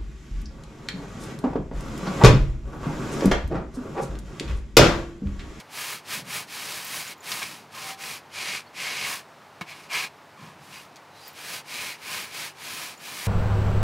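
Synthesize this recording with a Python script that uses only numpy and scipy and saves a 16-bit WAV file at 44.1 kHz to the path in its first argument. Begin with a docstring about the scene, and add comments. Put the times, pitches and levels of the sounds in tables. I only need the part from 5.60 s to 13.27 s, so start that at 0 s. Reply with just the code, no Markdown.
"""Wiping a carbon fishing pole

A wipe scrubs up and down a hollow pole in a cluttered workshop, a little way from a mono microphone.
Fibres catch and slip on the wall: they hiss and ring the tube, more so under a tight grip.
The damp wipe squeaks; the pole is knocked and shifted; something small tinkles faintly.
A few soft tones swell and fade. Steady room noise, mains hum and a thin whine lie underneath."""
import sys
import numpy as np
from scipy import signal
from scipy.fft import rfft, irfft, next_fast_len
from scipy.io import wavfile

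SR = 44100
rng = np.random.default_rng(int(sys.argv[2]) if len(sys.argv) > 2 else 0)


def log_audio(samples):
    """Write samples as a 16-bit WAV file to the path given in sys.argv[1]."""
    # one column per channel
    frames = np.atleast_2d(samples).T
    # limit to full scale, then quantise
    limited = np.clip(frames, -1, 1)
    pcm = np.round(limited * 32767).astype(np.int16)
    wavfile.write(sys.argv[1], SR, pcm)


N = 338247
T = np.arange(N) / SR

# Wipe strokes. Each row: start, length and speed-up or stopping time in seconds, base level in dB,
# pressure swell in dB, then the grip: fibre hiss, upper ring and lower ring in dB relative to the wall.
STROKES = [ (-0.15, 0.19, 0.076, -34, 0, -9, 0, 1), (0.061, 0.38, 0.14, -34, 3, -1.5, -2, -3.5),
           (0.405, 0.25, 0.15, -30.5, 17, -5, -7, -7), (0.604, 0.28, 0.15, -32, 11, -3.5, -6, -3.5),
           (0.831, 0.44, 0.12, -36, 5.5, -4.5, -7.5, -8), (1.115, 0.36, 0.11, -36, 14.5, -1.5, -7.5, -6),
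           (1.377, 0.18, 0.04, -38.5, -1.5, -1.5, -2, -11),
           (1.587, 0.53, 0.19, -38, -29.5, -3.5, -5.5, -6.5), (2.082, 0.3, 0.092, -38, 11, -6, -4, -0.5),
           (2.343, 0.29, 0.11, -35.5, 0.5, -4, -0.5, -4.5), (2.68, 0.37, 0.12, -32, 6, -26, 1.5, -7),
           (3.112, 0.445, 0.12, -31, 0.5, -25, 3.5, -5.5), (3.394, 0.27, 0.13, -33, -14, -4, -3.5, -1),
           (4.037, 0.14, 0.073, -40, 1, -17, 11, 7), (4.098, 0.22, 0.069, -50, -5, -12, -0.5, 1.5),
           (4.277, 0.23, 0.084, -27, -8, -11, 8.5, 3.5), (4.734, 0.25, 0.1, -54, -7, -20, 1.5, 11),
           (4.923, 0.4, 0.15, -50, 13, 0, -6, -2), (5.073, 0.17, 0.081, -45.5, -4, -10, 4, -5),
           (5.474, 0.29, 0.1, -51.5, 19, -2, -14, -6), (5.684, 0.36, 0.11, -38.5, 20.5, -4, -1, -4),
           (6.012, 0.4, 0.15, -34.5, 2.5, -5, 0.5, -3.5), (6.326, 0.44, 0.23, -33, 7, -3.5, 0, -2),
           (6.645, 0.31, 0.14, -35, 7, -5.5, -4, -5.5), (6.91, 0.5, 0.18, -36.5, 3, -4.5, -3.5, -5.5),
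           (7.33, 0.48, 0.15, -37, 10.5, -2.5, -3.5, -3.5), ]
# Tube resonances. Each row: frequency in Hz, width in Hz, relative gain in dB.
TUBE_MODES = [(1048, 42, 0), (1107, 52, -4.5), (1245, 105, -4.5), (1710, 170, -4), (2024, 120, -7),
              (2210, 102, 5), (2370, 106, 4.5), (2530, 110, -3), (2760, 80, -1.5), (3047, 84, -3),
              (3340, 65, -5), (3990, 380, -7.5), (4720, 190, -14)]
# Wall friction. Each row: frequency in Hz, relative density in dB.
WALL_SPECTRUM = [(60, -17), (130, -3), (300, -6), (600, -4.5), (900, -4), (1450, -0.5), (2400, 2),
                 (3500, -1), (4700, -0.5), (6500, -5), (8000, -8), (11000, -9.5), (15500, -24)]
# Loose-fibre hiss. Each row: frequency in Hz, relative density in dB.
FIBRE_SPECTRUM = [(1000, -32), (5000, -9), (8000, -7), (10000, -5.5), (11500, -5.5), (12500, -8),
                  (15500, -10)]
# Wipe squeaks. Each row: centre in seconds, half length in seconds, top pitch in Hz, peak in dB.
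SQUEAKS = [(3.075, 0.012, 4370, -54), (5.165, 0.025, 4870, -52), (5.585, 0.045, 4030, -55),
           (5.649, 0.045, 4820, -49.5)]
# Pole knocks. Each row: start in seconds, peak in dB, contact centre in Hz, relative tube ring in dB.
KNOCKS = [(1.718, -15, 3920, -3), (1.7202, -29, 3500, 2), (1.8189, -22, 1200, -2), (1.8243, -23, 1300, -9),
          (1.829, -17.5, 2700, -15), (3.448, -21, 2500, 13), (4.0108, -23.5, 980, -4),
          (4.011, -29.5, 3600, -13), (4.018, -26, 2550, -8), (5.359, -34, 5500, -12),
          (5.366, -38, 4000, -6)]
# Arms and wipe shifting. Each row: start in seconds, length in seconds, level in dB.
RUSTLES = [(0.548, 0.42, -46.5), (1.844, 0.23, -52), (2.103, 0.54, -67), (4.784, 0.21, -48),
           (4.978, 0.33, -56)]
# Pole against the body. Each row: start in seconds, gain in dB, frequency in Hz, t60 in seconds.
BUMPS = [(0.575, -40, 175, 0.17), (4.011, -20, 174, 0.04), (4.015, -35, 330, 0.08),
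         (4.824, -43, 165, 0.061), (4.872, -43, 139, 0.065)]
# Soft tones. Each row: centre in seconds, half length in seconds, frequency in Hz, peak in dB.
TONES = [(2.177, 0.013, 1055, -37.5), (2.305, 0.073, 771, -40.5), (2.423, 0.067, 776, -47)]
# Touches on a small object. Each row: start in seconds, low mode in dB, high mode in dB.
TINKLES = [(1.247, -65, -33), (1.295, -65, -46), (1.479, -34, -54), (1.579, -54, -56), (1.606, -43, -58),
           (5.678, -53, -36), (5.731, -68, -50), (7.377, -44, -57)]
# That object's modes. Each row: frequency in Hz, t60 in seconds.
TINKLE_MODES = [(7000, 0.044), (14330, 0.054)]
# Room noise. Each row: frequency in Hz, relative density in dB.
ROOM_SPECTRUM = [(30, -32), (60, -15.5), (100, -5.5), (150, -7.5), (280, -4), (500, -4.5), (850, -0.5),
                 (1200, -3.5), (1550, -7), (2200, -10), (3300, -15.5), (4700, -18), (8000, -26),
                 (15500, -34)]
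# Mains hum and electronic whine. Each row: frequency in Hz, rms level in dB.
HUM_LINES = [(100, -72), (150, -66.5), (10923, -85), (13474, -82.5)]


def wiping(wall_db=1, upper_db=-1, lower_db=-3, fibre_db=-1, judder_db=0.64, coupling_db=2.2,
           split_hz=1800, fibre_exponent=0.34, usual_rub_db=-41):
    """Slipping fibres hiss and drive the tube; each mode's share drifts, as under a moving hand."""
    rub, loose, upper, lower = stroke_envelopes()
    judder = undb(judder_db * walk(220))
    friction = judder * slips(rate_hz=16000, spread_db=0.6)
    modes = [(hz, undb(db + coupling_db * walk(2.9)) * resonate(friction, hz, width_hz))
             for hz, width_hz, db in TUBE_MODES]
    upper_ring = undb(upper_db) * upper * unit(sum(mode for hz, mode in modes if hz > split_hz))
    lower_ring = undb(lower_db) * lower * unit(sum(mode for hz, mode in modes if hz <= split_hz))
    wall_slips = judder * slips(rate_hz=24000, spread_db=0.5)
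    wall = undb(wall_db) * rub * unit(colour(wall_slips, WALL_SPECTRUM))
    fibre_slips = judder * slips(rate_hz=24000, spread_db=-2.8)
    brightness = undb(fibre_db) * (rub / undb(usual_rub_db)) ** fibre_exponent  # faster is brighter
    fibres = brightness * loose * unit(colour(fibre_slips, FIBRE_SPECTRUM))
    return wall + upper_ring + lower_ring + fibres


def stroke_envelopes():
    """Amplitudes of wall, fibres, upper and lower ring: the grip shares out the friction power."""
    power = np.zeros((4, N))
    for start_s, length_s, turn_s, db, swell_db, *grip_db in STROKES:
        shares = np.r_[1, undb(grip_db) ** 2]
        span = slice(max(int(start_s * SR), 0), int((start_s + length_s) * SR))
        level = stroke_level(T[span] - start_s, length_s, turn_s, db, swell_db)
        power[:, span] += np.outer(shares / shares[:3].sum(), level ** 2)
    return np.sqrt(power)


def stroke_level(age_s, length_s, turn_s, db, swell_db, speed_exponent=2.5):
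    """Friction amplitude: the hand speeds up, glides and stops while its pressure ramps."""
    starting = np.sin(np.pi / 2 * np.clip(age_s / turn_s, 0, 1))
    stopping = np.sin(np.pi / 2 * np.clip((length_s - age_s) / turn_s, 0, 1))
    pressure = undb(db + swell_db * (age_s / length_s - 0.5))
    return (starting * stopping) ** speed_exponent * pressure


def slips(rate_hz, spread_db):
    """Dense, tiny fibre releases of random size."""
    released = rng.random(N) < rate_hz / SR
    size = undb(spread_db * np.minimum(rng.exponential(size=N), 5))
    return unit(released * size * rng.standard_normal(N))


def squeaks(jitter=0.032, arch=0.028):
    """Near-regular stick-slip: a rough whistle whose pitch rises and falls with its strength."""
    out = np.zeros(N)
    for centre_s, half_s, hz, db in SQUEAKS:
        swell = bell_curve(centre_s, half_s)
        pitch_hz = hz * (1 + arch * (swell - 1) + jitter * walk(1500))
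        out += undb(db) * swell * sine(pitch_hz)
    return out


def knocks(scuff_t60_s=0.058, ring_db=10, push=6, relative_width=0.6, damping_scale=0.7):
    """A sharp push and short scuff ring the tube, less damped than under the wipe."""
    out = np.zeros(N)
    for start_s, peak_db, centre_hz, tube_db in KNOCKS:
        force = rng.standard_normal(SR // 2) * fade(scuff_t60_s)
        force[0] = push
        contact = resonate(force, centre_hz, relative_width * centre_hz)
        tube = sum(undb(db) * resonate(contact, hz, damping_scale * width_hz)
                   for hz, width_hz, db in TUBE_MODES)
        blow = contact + undb(tube_db + ring_db) * tube
        add(out, start_s, undb(peak_db) * blow / np.abs(blow).max())
    return out


def handling(body_hz=158, width_hz=100, rest_db=-70, attack_s=0.03, bump_rise_s=0.043):
    """Moving the pole about makes low rustles and padded bumps."""
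    level = undb(rest_db)
    for start_s, length_s, db in RUSTLES:
        level += undb(db) * np.interp(T, [start_s, start_s + attack_s, start_s + length_s], [0, 1, 0])
    band = resonate(rng.standard_normal(N), body_hz, width_hz)
    out = level * unit(resonate(band, body_hz, width_hz))
    for start_s, db, hz, t60_s in BUMPS:
        add(out, start_s, undb(db) * ring(hz, t60_s) * (1 - fade(bump_rise_s)))
    return out


def tinkles():
    """A small hard object, touched, rings in two high modes."""
    out = np.zeros(N)
    for start_s, *levels_db in TINKLES:
        for db, (hz, t60_s) in zip(levels_db, TINKLE_MODES):
            add(out, start_s, undb(db) * ring(hz, t60_s))
    return out


def soft_tones(waver_hz=4):
    """Brief, nearly pure tones swell and fade."""
    return sum(undb(db) * bell_curve(centre_s, half_s) * sine(hz + waver_hz * walk(60))
               for centre_s, half_s, hz, db in TONES)


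def workshop(direct, t60_s=0.11, wet_db=-11, damp_hz=5000, build_s=0.028):
    """Shelves and walls scatter a short, duller tail."""
    tail = rng.standard_normal(SR // 2) * fade(t60_s) * (1 - fade(build_s))
    tail = signal.lfilter(*signal.butter(1, damp_hz, fs=SR), tail / np.linalg.norm(tail))
    return direct + undb(wet_db) * signal.fftconvolve(direct, tail)[:N]


def background(noise_db=-50):
    """Steady room noise, mains hum and electronic whine."""
    air = undb(noise_db) * unit(colour(rng.standard_normal(N), ROOM_SPECTRUM))
    hum = sum(np.sqrt(2) * undb(db) * np.sin(2 * np.pi * hz * T) for hz, db in HUM_LINES)
    return air + hum


def undb(db):
    """Decibels to gain."""
    return 10 ** (np.asarray(db) / 20)


def unit(x):
    """Scale to rms 1."""
    return x / np.sqrt(np.mean(x ** 2))


def colour(x, spectrum):
    """Filter by (Hz, dB) points."""
    hz, db = np.transpose(spectrum)
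    size = 2 * next_fast_len(len(x))
    bins_hz = np.maximum(np.fft.rfftfreq(size, 1 / SR), 1)
    gain = undb(np.interp(np.log(bins_hz), np.log(hz), db))
    return irfft(rfft(x, size) * gain)[:len(x)]


def resonate(x, hz, width_hz):
    """Two-pole resonance, gain 1 at the centre."""
    return signal.lfilter(*signal.iirpeak(hz, hz / width_hz, fs=SR), x)


def walk(rate_hz):
    """Random drift, spread near 1."""
    return 1.2 * np.interp(T * rate_hz, np.arange(32768), rng.standard_normal(32768))


def bell_curve(centre_s, half_s):
    """Gaussian envelope, 1/e at half_s from the centre."""
    return np.exp(-((T - centre_s) / half_s) ** 2)


def sine(pitch_hz):
    """Sine following a pitch curve."""
    return np.sin(2 * np.pi * np.cumsum(pitch_hz) / SR)


def fade(t60_s):
    """Exponential decay, half a second long."""
    return np.exp(-np.log(1000) * T[:SR // 2] / t60_s)


def ring(hz, t60_s):
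    """One struck mode."""
    return np.sin(2 * np.pi * hz * T[:SR // 2]) * fade(t60_s)


def add(out, start_s, sound):
    """Mix a sound in at start_s."""
    start = max(int(start_s * SR), 0)
    out[start:start + len(sound)] += sound[:N - start]


def scene():
    """One microphone, the same in both channels."""
    direct = wiping() + squeaks() + knocks() + handling() + tinkles()
    mono = workshop(direct) + soft_tones() + background()
    return np.array([mono, mono])


def record(dry, low_cut_hz=64, high_cut_hz=15750):
    """Cut the deep bass and the top."""
    thin = signal.sosfilt(signal.butter(5, low_cut_hz, "high", fs=SR, output="sos"), dry)
    return signal.sosfilt(signal.ellip(14, 0.1, 70, high_cut_hz, fs=SR, output="sos"), thin)


dry = scene()
out = record(dry)
log_audio(out)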